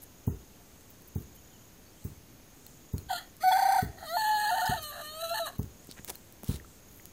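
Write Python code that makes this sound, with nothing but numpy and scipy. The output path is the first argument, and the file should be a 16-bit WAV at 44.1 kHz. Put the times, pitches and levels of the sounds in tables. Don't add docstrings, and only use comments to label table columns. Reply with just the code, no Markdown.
import sys
import numpy as np
from scipy import signal
from scipy.fft import rfft, irfft, next_fast_len
from scipy.io import wavfile
from scipy.ndimage import uniform_filter1d

SR = 44100
rng = np.random.default_rng(int(sys.argv[2]) if len(sys.argv) > 2 else 0)


def ratio(d):
    e = np.asarray(d, float) / 20
    return 10 ** e


def transcribe(signal):
    frames = np.atleast_2d(signal).T
    limited = np.clip(frames, -1, 1)
    pcm = np.round(limited * 32767).astype(np.int16)
    wavfile.write(sys.argv[1], SR, pcm)


N = 313992
TIME = np.arange(N) / SR

# frequency in Hz, density in dB per Hz.
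HUSH = [(12, -51), (20, -2.5), (86, 0.5), (155, -3), (194, -2.5), (280, -4), (350, -7), (581, -11),
        (668, -12.5), (1140, -17.5), (4140, -22), (6680, -21.5), (9100, -26), (15100, -19), (16400, -40)]
HUSH_DB = -55.5
# start in seconds, length in seconds, level in dB.
TRILLS = [(-.3, 0.81, -68.5), (0.905, 0.8, -66), (2.357, 0.96, -66), (3.704, 0.84, -67), (5.45, 0.62, -66),
          (6.743, 0.37, -63)]
TRILL_HZ, TRILL_RISE_HZ, TRILL_RISE_S, THROBS_PER_S = 6500, 320, 0.17, 34
CHORUS_DB, CHORUS_HZ = -69, 6480
# start in seconds, length in seconds, level in dB.
HISSES = [(.45, 0.6, -68.5), (1.902, 0.3, -65), (2.486, 0.37, -65), (5.652, 0.77, -64), (6.59, 0.24, -64)]
# start in seconds, length in seconds, first pitch in Hz, last pitch in Hz, level in dB.
CHIRPS = [
    (1.367, 0.03, 2900, 3300, -60),
    (1.45, 0.04, 2950, 3800, -63),
    (1.497, 0.097, 3430, 2700, -61),
    (1.6, .04, 3080, 3230, -63),
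    (1.85, 0.056, 4400, 4650, -60),
    (1.898, .05, 4750, 5800, -64),
    (1.953, 0.1, 2580, 4900, -64),
]
# time in seconds, peak in dB, centre in Hz.
TICKS = [(0.8097, -39, 8040), (1.021, -37, 12200), (1.223, -34, 13200), (1.6984, -54, 14100),
         (1.79, -52.5, 12400), (2.6658, -23.5, 15580), (2.9814, -19, 14900), (3.3676, -32, 13480),
         (5.631, -29, 9790), (5.846, -34, 11070), (5.872, -32, 13400), (5.9132, -25, 6000),
         (5.9145, -30, 9000), (6.047, -17, 16000), (6.086, -33, 12500), (6.094, -33, 12000),
         (6.102, -16, 11900), (6.107, -33, 12000), (6.1444, -39, 14600), (6.1554, -23.5, 14300),
         (6.3248, -31, 13370), (6.4338, -26, 13710), (6.4447, -23, 14640), (7.0559, -21, 15300)]
TICK_T60, TICK_TAIL, TICK_WIDTH_HZ = .0025, .07, 10000
# time in seconds, peak in dB, pitch in Hz, decay by 60 dB in seconds.
POPS = [(0.596, -54.5, 700, 0.15), (3.519, -25.5, 3420, 0.072), (5.912, -41, 4400, 0.013),
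        (2.666, -45, 4230, 0.022), (2.981, -46.5, 4230, 0.049), (4.659, -32.5, 5060, 0.044),
        (5.5, -35.5, 1050, 0.01), (5.995, -32, 200, 0.014), (5.891, -32.5, 260, .015),
        (3.6, -41, 1300, .01), (7.9, -49, 3000, .02), (6.1, -34.5, 920, 0.02), (6.155, -40.5, 4160, 0.021),
        (6.434, -28.5, 650, 0.0054), (6.438, -34, 224, 0.033), (6.599, -37.5, 1840, 0.013),
        (6.646, -43.5, 1320, 0.024), (2.534, -58, 1753, 0.022), (6.998, -39, 2013, 0.0079)]
# start in seconds, length in seconds, level in dB, centre in Hz, width in Hz.
SCUFFS = [(0.014, 0.035, -47.5, 12430, 5000), (0.882, 0.044, -57, 14500, 4000),
          (1.068, 0.025, -53.5, 13500, 5060), (1.18, 0.068, -61, 14100, 3890),
          (1.344, 0.029, -57, 12900, 4000), (4.811, 0.058, -45.5, 12200, 7600),
          (5.885, 0.052, -54.5, 4540, 2200), (5.959, 0.049, -53, 1370, 2500),
          (6.072, 0.024, -43.5, 6560, 15600), (6.089, 0.024, -38.5, 10100, 15500),
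          (6.071, 0.057, -49, 445, 705), (6.121, 0.046, -58.5, 3000, 8000),
          (6.421, 0.19, -48.5, 7760, 17400), (6.458, 0.13, -54.5, 3780, 1510),
          (6.855, 0.23, -58.5, 13800, 5000)]
GRIT_DB = 4.5
# time in seconds, peak in dB, pulse pitch in Hz, far-wall echo gain, dust puff in dB.
THUDS = [
    (0.2786, -17, 139.7, 0.068, -46),
    (1.162, -22.5, 134, 0.034, -48.5),
    (2.054, -27, 134.6, 0.15, -47.5),
    (2.942, -22, 132, 0.032, -50),
    (3.83, -20.5, 134, 0.035, -45),
    (4.698, -21.5, 136, 0.08, -59),
    (5.5958, -20, 141, 0.062, -46),
    (6.4945, -18.5, 137, 0.085, -44),
]
# delay in seconds, gain.
BOUNCES = [(-.0055, 0.0061), (.0057, -.5), (.0115, .3), (.0205, -.24), (.0225, .18), (.034, -.1),
           (.044, .16), (.049, -.2)]
FAR_WALL_S, RUMBLE_DB, RUMBLE_T60 = 0.066, -15.5, 0.42
MORTAR_HZ, MORTAR_T60, MORTAR_DB = 407, 0.086, -18.5
# time in seconds, effort in dB, beak opening
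# in dB re effort.
CLUCK = [(3.085, -70, 11), (3.094, -49, 1), (3.104, -29, -13), (3.133, -30.5, -7.5), (3.185, -51.5, 12),
         (3.203, -46, -5), (3.261, -74, 8), (3.28, -64, -3)]
SQUAWK_CURVE = [(3.398, -73, 2), (3.41, -56.5, 9), (3.43, -45.5, 3.5), (3.44, -24.5, -17), (3.47, -20.5, -21),
                (3.487, -19, -17.5), (3.505, -27.5, -13),
                (3.516, -21, -15.5), (3.54, -23, -16), (3.56, -22, -17.5), (3.794, -21.5, -18),
          (3.818, -42, -5), (3.9, -53.5, -11), (3.97, -57, -11)]
# time in seconds, effort in dB, beak opening in dB re effort.
CROW = [
    [(3.97, -55.5, -6), (4.016, -54.5, 1), (4.032, -38.5, -17.5), (4.066, -49.5, 3.5), (4.09, -45, 3.5),
     (4.125, -39, -5), (4.145, -31.5, -8), (4.175, -26.5, -14)],
    [(4.163, -27, -15), (4.188, -30, -7), (4.314, -24.5, -15), (4.422, -29, -8.5), (4.45, -26.5, -11)],
    [(4.5, -29, -8.5), (4.538, -26.5, -13.5), (4.618, -30, -5.5), (4.636, -27, -14.5), (4.664, -29.5, -7),
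     (4.704, -36, -2.5), (4.726, -26, -12.5), (4.8, -47, 3.5)],
    [(4.792, -52, 2.5), (4.84, -52.5, 10), (4.905, -51.5, 9.5), (4.925, -46, -4), (4.96, -45.5, -2.5),
     (4.982, -43, -7), (5.02, -44, -3), (5.04, -53.5, 10), (5.098, -55, 10.5), (5.136, -48, 0.5),
     (5.202, -43, -3), (5.216, -48, 10.5), (5.232, -34, -14), (5.24, -37, -0.5)],
    [(5.28, -43, -3), (5.296, -47.5, 9), (5.312, -32.5, -9.5), (5.382, -38, 1.5), (5.416, -31.5, -10),
     (5.45, -47, 4.5), (5.47, -37, 2.5), (5.512, -48, -13.5), (5.57, -71, 15)],
]
# time in seconds, pitch in Hz.
LOW_PITCH = [
    [(3.08, 775), (3.122, 749), (3.15, 698.5), (3.27, 715)],
    [(3.402, 620), (3.427, 630.6), (3.438, 756.6), (3.5, 742), (3.54, 747), (3.8, 747), (3.9, 778)],
    [(3.97, 616), (4.05, 673), (4.075, 613.3), (4.165, 723), (4.53, 708), (4.73, 717), (4.768, 711),
     (4.782, 641)],
    [(4.817, 622.6), (4.865, 604.2), (4.92, 585), (4.97, 585), (5.03, 603), (5.085, 607.6), (5.195, 645)],
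    [(5.23, 672.6), (5.285, 654), (5.3, 671), (5.33, 688), (5.414, 675.6), (5.452, 637.5), (5.475, 548)],
]
# start in seconds, roughness 0-1, half-pitch share 0-1.
STATES = [(3.08, .42, .5), (3.185, .93, .1), (3.4, .35, .05), (3.428, .09, .6), (3.515, .48, .4),
          (3.815, .95, .1), (4.065, .18, .02), (4.18, .28, .15), (4.26, .24, .6), (4.44, .34, .6),
          (4.51, .5, .4), (4.785, .14, .02), (4.915, .93, .1), (5.025, .12, .02), (5.2, .22, .05),
          (5.34, .58, .3), (5.4, .3, .02), (5.43, .17, .02), (5.47, .85, .1)]
STATE_GLIDE_S = .025
# start in seconds, length in seconds, first pitch in Hz, level in dB.
FLIPS = [(3.1, 0.0035, 997, 2), (3.121, 0.0067, 905, -9), (3.139, 0.0051, 944, -10), (3.174, 0.015, 872, 8),
         (3.513, 0.011, 894, -1.5), (4.169, 0.34, 885.7, -2), (4.498, .013, 907, 0),
         (4.555, 0.009, 907, -7), (4.568, 0.012, 906, -1.5), (4.589, 0.027, 889, -2.5),
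         (4.651, 0.011, 906, 0), (4.674, .038, 878, 1), (4.741, 0.021, 895, -1), (5.342, 0.054, 877, -0.5),
         (5.467, 0.0075, 874, -6)]
# start in seconds, length in seconds.
RATTLE_S = [(3.574, .013), (3.604, 0.016), (3.64, .012), (3.675, 0.011), (3.708, 0.011), (3.741, 0.015),
            (3.772, .012)]
RATTLE_FIRST_HZ, RATTLE_DB = 950, -7.5
HIGH_HZ, HIGH_SAG_HZ_PER_S = 885, 130
CLIMBS_FROM_S, CLIMB, CLIMB_S = 3.53, .08, .011
TORN_START_S, TORN_END_S, TORN_SHARE = 4.5, 4.775, 0.068
BOTH_DB, HANDOVER_DB = -56, 20
# frequency in Hz, gain in dB.
THROATS = [
    [(1500, -40), (1880, -14), (2200, -34), (2550, -13), (3280, 10), (3700, -6), (4170, 10.5), (4700, -1),
     (5200, -19), (5650, -37), (6300, -15), (7100, -3)],
    [(1500, -31), (1850, -3), (2120, 4), (2450, -8), (2700, -15), (2950, -11), (3180, -19), (3400, 0.5),
     (3800, -13), (4120, 2.5), (4480, 1.5), (4900, -3.5), (5050, -10.5), (5700, -22), (6150, -1),
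     (6500, -28), (7200, -11)],
    [(1500, -24), (1950, 8), (2150, -16), (2450, -21), (2850, -21), (3200, 2), (3550, -14), (3950, 6),
     (4350, 7), (4800, -7), (5300, -21), (6100, -19), (6800, -7), (7200, -15)],
    [(1500, -16), (1810, 14.5), (2040, -27), (2300, -16), (2600, -11), (3020, 5.5), (3400, -6), (3650, -7),
     (3930, 1.5), (4310, 5.5), (4710, -7.5), (4950, -35), (5300, -25), (5750, -23), (6100, -12.5),
     (6800, -4.5), (7200, -13.5)],
    [(1500, -7), (1810, -0.5), (2040, -37), (2400, -19.5), (2850, 2.5), (3200, -2.5), (3550, -13.5),
     (3980, 9.5), (4200, 1.5), (4450, -1), (4750, -31), (5150, -27), (5750, -20), (6100, -14), (6600, -7.5),
     (7200, -15)],
]
# frequency in Hz, gain in dB.
BEAK = [(7700, -16), (8500, -8), (9100, -18), (9850, -8), (10500, -18), (11800, -10), (12500, -9),
        (12900, -13), (13500, -12), (14100, -9)]
# frequency in Hz, gain in dB.
TOPS = [
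    [(14800, -13), (15800, -18)],
    [(14400, -18), (14900, -10), (15800, -20)],
    [(14400, -12), (15800, -14)],
    [(14400, -12), (15800, -16)],
    [(14600, -8), (15000, -22), (15700, -26)],
]
# centre in Hz, width in Hz, level in dB.
WINDPIPE = [
    (750, 150, 3),
    (1400, 250, -4),
    (1880, 160, -2),
]
PIPE_STRETCH, STRETCH_S = 0.924, 4.1
TOP_RASP_DB, BREATH_DB = 5, -5
JITTER, SHIMMER, PATCHY_DB, BLUR_RAD = .011, (.1, .3), 3.5, .0008
SECOND_DB, SECOND_PER_OPEN, SECOND_CAP_DB, SECOND_HIGH_DB = -3, 0.76, 3, 2.5
YARD_DB, YARD_T60 = -14, .22
EDGE_HZ = 15900
UNDER_WHOLE_DB, UNDER_AROUND_DB, TOP_DIP_DB, FICKLE_DB = -45.5, -17, -2.5, 4


def noise(size):
    return rng.standard_normal(size)


def evened(x):
    return x / np.sqrt(np.mean(x ** 2) + 1e-20)


def coloured(x, points):
    hz, (f, db) = np.fft.rfftfreq(len(x), 1 / SR), np.transpose(points)
    gain_db = np.interp(np.log(hz + 1), np.log(f), db, left=-90, right=-90)
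    return irfft(rfft(x) * ratio(gain_db), len(x))


def wander(size, hz, count=1):
    length = next_fast_len(size)
    z = rfft(noise((count, length)))
    z = z / (1 + (np.arange(z.shape[1]) * SR / length / hz) ** 4)
    return np.squeeze(evened(irfft(z, length)[:, :size]))


def resonate(x, hz, width):
    turn = np.exp(2j * np.pi * np.cumsum(hz * np.ones(len(x))) / SR)
    r = np.exp(-np.pi * width / SR)
    once = signal.lfilter([1 - r], [1, -r], x / turn)
    return 2 * (turn * signal.lfilter([1 - r], [1, -r], once)).real


def add(mix, s, sound):
    part = mix[max(round(s * SR), 0):][:len(sound)]
    part += sound[:len(part)]


def hush():
    return ratio(HUSH_DB + 0.051 * wander(N, hz=7.0)) * evened(coloured(noise(N), HUSH))


def insects():
    level, hz, hiss_level = np.zeros(N), np.full(N, float(TRILL_HZ)), np.zeros(N)
    for s, length, db in TRILLS:
        age = np.clip(TIME - s, 0, None)
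        grown = (1 - np.exp(-age / TRILL_RISE_S)) * (TIME < s + length)
        level = level + ratio(db) * grown * np.clip((length - age) / 0.021, 0, 1)
        hz = hz + TRILL_RISE_HZ * grown
    for s, length, db in HISSES:
        hiss_level = hiss_level + ratio(db) * np.sin(np.pi * np.clip((TIME - s) / length, 0, 1))
    throb = 0.36 + np.maximum(np.sin(2 * np.pi * THROBS_PER_S * TIME), 0) ** 1.1
    trill = evened(throb * resonate(noise(N), hz, width=520))
    chorus = evened(resonate(noise(N), CHORUS_HZ, width=610))
    hiss = evened(resonate(noise(N), 7560, width=2800))
    return level * trill + ratio(CHORUS_DB) * chorus + hiss_level * hiss


def birds():
    out = np.zeros(N)
    for s, length, first_hz, last_hz, db in CHIRPS:
        hz = np.linspace(first_hz, last_hz, round(length * SR))
        hz = hz * (1 + .02 * wander(len(hz), hz=60))
        whistle = np.sin(2 * np.pi * np.cumsum(hz) / SR) / 2
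        level = ratio(db + 3 * wander(len(hz), hz=79.3))
        add(out, s, level * whistle * signal.windows.tukey(len(hz), .6))
    return out


def claws():
    out, t = np.zeros(N), np.arange(2000) / SR
    for s, db, hz in TICKS:
        crack = noise(len(t)) * (ratio(-60 * t / TICK_T60) + TICK_TAIL * ratio(-60 * t / 0.39))
        crack = resonate(crack + 6 * (t == 0), hz, TICK_WIDTH_HZ)
        add(out, s, ratio(db) * crack / abs(crack).max())
    for s, db, hz, t60 in POPS:
        onset = 1 - np.exp(-t / (0.022 * t60))
        add(out, s, ratio(db - 60 * t / t60) * np.sin(2 * np.pi * hz * t) * onset)
    for s, length, db, hz, width in SCUFFS:
        size = round(length * SR)
        grit = noise(size) * ratio(GRIT_DB * wander(size, hz=600))
        add(out, s, ratio(db) * evened(resonate(grit, hz, width)) * signal.windows.tukey(size, .7))
    return out


def pestle():
    out, t = np.zeros(N), np.arange(-.012, .4, 1 / SR)
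    rumble_points = [(30, -12), (70, 13), (200, -9.5), (420, -6.0), (600, -29.0), (1500, -28.5)]
    for s, db, hz, far, puff_db in THUDS:
        paths = [(0, 1), (FAR_WALL_S, far)] + [(d, g * rng.uniform(0.39, 1.21)) for d, g in BOUNCES]
        blow = np.zeros(len(t))
        for delay, gain in paths:
            v = (np.pi * hz * (t - delay)) ** 2
            blow += gain * (1 - 2.23 * v) * np.exp(-v)
        rumble = evened(coloured(noise(len(t)), rumble_points))
        rumble = rumble * ratio(RUMBLE_DB - 60 * t / RUMBLE_T60) * np.clip(t / 0.0038, 0, 1)
        puff = evened(resonate(noise(len(t)), 17400, width=7000)) * ratio(puff_db - 60 * t / 0.23)
        puff = puff * np.clip((t + 0.028) / 0.0036, 0, 1)
        knock_db = db - 30.5 + 0.5 * (hz - 133.0) - 60 * abs(t) / 0.04
        knock = evened(resonate(noise(len(t)), 810, width=330)) * ratio(knock_db)
        knock = knock * np.clip((t + 0.0039) / 0.0044, 0, 1)
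        ring = ratio(MORTAR_DB - 60 * t / MORTAR_T60) * np.sin(2 * np.pi * MORTAR_HZ * t)
        ring = ring * np.clip((t + 0.0051) / 0.0029, 0, 1)
        add(out, s - .012, knock + ratio(db) * (blow + ring + rumble) + puff)
    return out


def held(t, states):
    starts, *columns = np.transpose(states)
    at = np.clip(np.searchsorted(starts, t) - 1, 0, None)
    return [uniform_filter1d(c[at], size=round(STATE_GLIDE_S * SR)) for c in columns]


def membrane(hz, rough, half, rasp, throat):
    size = len(hz)
    order = np.arange(5, 48)[:, None] / 2

    def drift(rate_hz):
        rows = wander(size // 8 + 1, hz=rate_hz, count=len(order))
        return np.repeat(rows, 8, axis=1)[:, :size]

    shaky = 1 + 0.00484 * wander(size, hz=43.1) + JITTER * rough * wander(size, hz=241)
    turns = np.cumsum(hz * shaky) / SR
    shake = [1 + share * (2.4 * rough + 0.22) * wander(size, hz=109) for share in SHIMMER]
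    first = np.sqrt(2) * shake[0] * np.cos(2 * np.pi * turns) + 0.18 * half * np.cos(np.pi * turns)
    second = np.sqrt(2) * shake[1] * np.cos(4 * np.pi * turns) + 0.17 * half * np.cos(3 * np.pi * turns)
    share = np.where(order % 1, half, 1)
    patchy = PATCHY_DB * np.minimum(0.86 + 0.69 * rough, 1.1) * np.sqrt(1.56 + order / 16)
    swing = ratio(patchy * drift(120))
    blur = BLUR_RAD * order ** 3 * drift(150)
    pulses = (share * swing * np.cos(2 * np.pi * order * turns + order ** 2 + blur)).sum(0)
    puffs = (0.44 + np.exp(-(turns % 1) / 0.092)) * noise(size) * ratio(2.0 * wander(size, hz=95))
    puffs = coloured(puffs, [(20, 0), (4800, 0.0047), (7000, TOP_RASP_DB), (22000, TOP_RASP_DB)])
    shrill = coloured((1 - rasp) * pulses / 6.9 + 0.9 * rasp ** 1.04 * puffs / 0.33, throat)
    shrill = shrill / np.sqrt(abs(uniform_filter1d(shrill ** 2, size=1800)) + 1e-20)
    voiced = np.sqrt(1 - rough ** 4)
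    return np.array([voiced * first, voiced * second, shrill])


def registers(t):
    low_hz = np.interp(t, *np.transpose(sorted(row for table in LOW_PITCH for row in table)))
    high, high_hz, high_db = np.zeros(len(t)), np.full(len(t), float(HIGH_HZ)), np.zeros(len(t))
    for start, length, first_hz, db in FLIPS + [(*jump, RATTLE_FIRST_HZ, RATTLE_DB) for jump in RATTLE_S]:
        end, last_hz = start + length, HIGH_HZ - HIGH_SAG_HZ_PER_S * length
        near = (t > start - .004) & (t < end + .004)
        high[(t > start) & (t <= end)] = 1
        progress = np.clip((t[near] - start) / length, 0, 1) ** 0.45
        high_hz[near] = first_hz + (last_hz - first_hz) * progress
        high_db[near] = db
        climbs = CLIMBS_FROM_S < start < TORN_END_S and length < .1
        low_hz = low_hz * (1 + CLIMB * climbs * (t < end) * np.exp(np.minimum(t - start, 0) / CLIMB_S))
    high, high_db = (uniform_filter1d(v, size=300) for v in (high, high_db))
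    return low_hz, high, high_hz, high_db


def windpipe(s, size, rough, second_db):
    pipe = np.array(WINDPIPE) * [PIPE_STRETCH if s > STRETCH_S else 1, 1, 1]
    air = noise(size) * ratio(1.8 * wander(size, hz=89))
    low_air, *upper_air = [ratio(db) * evened(resonate(resonate(air, hz, 2.1 * width), hz, 2.1 * width))
                           for hz, width, db in pipe]
    mixed = rough ** 0.91 * low_air + ratio(second_db + 8.5) * sum(upper_air)
    return ratio(BREATH_DB) * rough ** 2 * mixed


def squawk(rows, throat):
    s, *columns = np.transpose(rows)
    t = np.arange(s[0], s[-1], 1 / SR)
    effort_db, shrill_db = (np.interp(t, s, c) for c in columns)
    second_db = np.minimum(SECOND_DB + SECOND_PER_OPEN * shrill_db, SECOND_CAP_DB)
    rough, half = held(t, STATES)
    low_hz, high, high_hz, high_db = registers(t)
    high_hz = high_hz * (1 + 0.006 * rough * wander(len(t), hz=39.0))
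    high = high * np.clip((effort_db - BOTH_DB) / HANDOVER_DB, .3, 1)
    torn = TORN_SHARE * uniform_filter1d(1. * (t > TORN_START_S) * (t < TORN_END_S), size=300)
    high = torn + (1 - 2 * torn) * high
    rasp = np.maximum(rough, half / 3)
    dip = ratio(np.outer([1, 1.5, .2], high_db))
    low_layers = membrane(low_hz, rough, 0.12 * half, rasp, throat)
    high_layers = membrane(high_hz, rough, half, rasp, throat)
    layers = (1 - high) * low_layers + high * dip * high_layers
    levels = ratio([0 * t, second_db + SECOND_HIGH_DB * high, shrill_db])
    voice = (layers * levels).sum(0) + windpipe(s[0], len(t), rough, second_db)
    return s[0], ratio(effort_db) * voice * signal.windows.tukey(len(t), .02)


def yard(x):
    t = np.arange(round(.25 * SR)) / SR
    taps = rng.choice([-1., 1.], len(t)) * (rng.random(len(t)) < .04)
    taps = taps * ratio(-60 * t / YARD_T60) * (t > .004)
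    return signal.oaconvolve(x, taps / np.linalg.norm(taps))[:N]


def rooster():
    out = np.zeros(N)
    phrases = [CLUCK, SQUAWK_CURVE, CROW[0], CROW[1] + CROW[2], CROW[3] + CROW[4]]
    for rows, throat, top in zip(phrases, THROATS, TOPS):
        add(out, *squawk(rows, throat + BEAK + top))
    return coloured(out, [(300, -11), (440, -12), (510, -22), (570, -7), (640, 0), (20000, 0)])


def scene():
    bird = rooster()
    return (hush() + insects() + birds() + claws() + pestle() + bird + ratio(YARD_DB) * yard(bird))[None]


def gate_bands(x):
    hz, t, z = signal.stft(x, SR, nperseg=1024, noverlap=768)
    power = abs(z) ** 2
    band = uniform_filter1d(uniform_filter1d(power, size=7, axis=1), size=5, axis=2)
    whole = uniform_filter1d(power.sum(1, keepdims=True), size=5, axis=2) / 7
    around = uniform_filter1d(band, size=50, axis=1)
    whole_db = (UNDER_WHOLE_DB + 2.2 * (hz < 5800))[:, None]
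    around_db = np.where(hz > 12800, TOP_DIP_DB, UNDER_AROUND_DB - 7 * (hz < 2700))[:, None]
    patches = uniform_filter1d(uniform_filter1d(noise(band.shape), size=6, axis=1), size=10, axis=2)
    drift = ratio(2 * FICKLE_DB * evened(patches))
    lost = (band < drift * whole * ratio(2 * whole_db)) | (band < drift ** 0.7 * around * ratio(2 * around_db))
    lost = lost & (hz[:, None] > 2000)
    return signal.istft(z * np.where(lost, .03, 1), SR, nperseg=1024, noverlap=768)[1][:, :N]


def top_cut(x):
    return signal.sosfilt(signal.butter(12, 17010, fs=SR, output="sos"), x)


def record(dry):
    limited = signal.oaconvolve(dry, signal.firwin(301, EDGE_HZ, fs=SR)[None], "same")
    finished = gate_bands(limited) - .0006
    return top_cut(finished)


dry = scene()
out = record(dry)
transcribe(out)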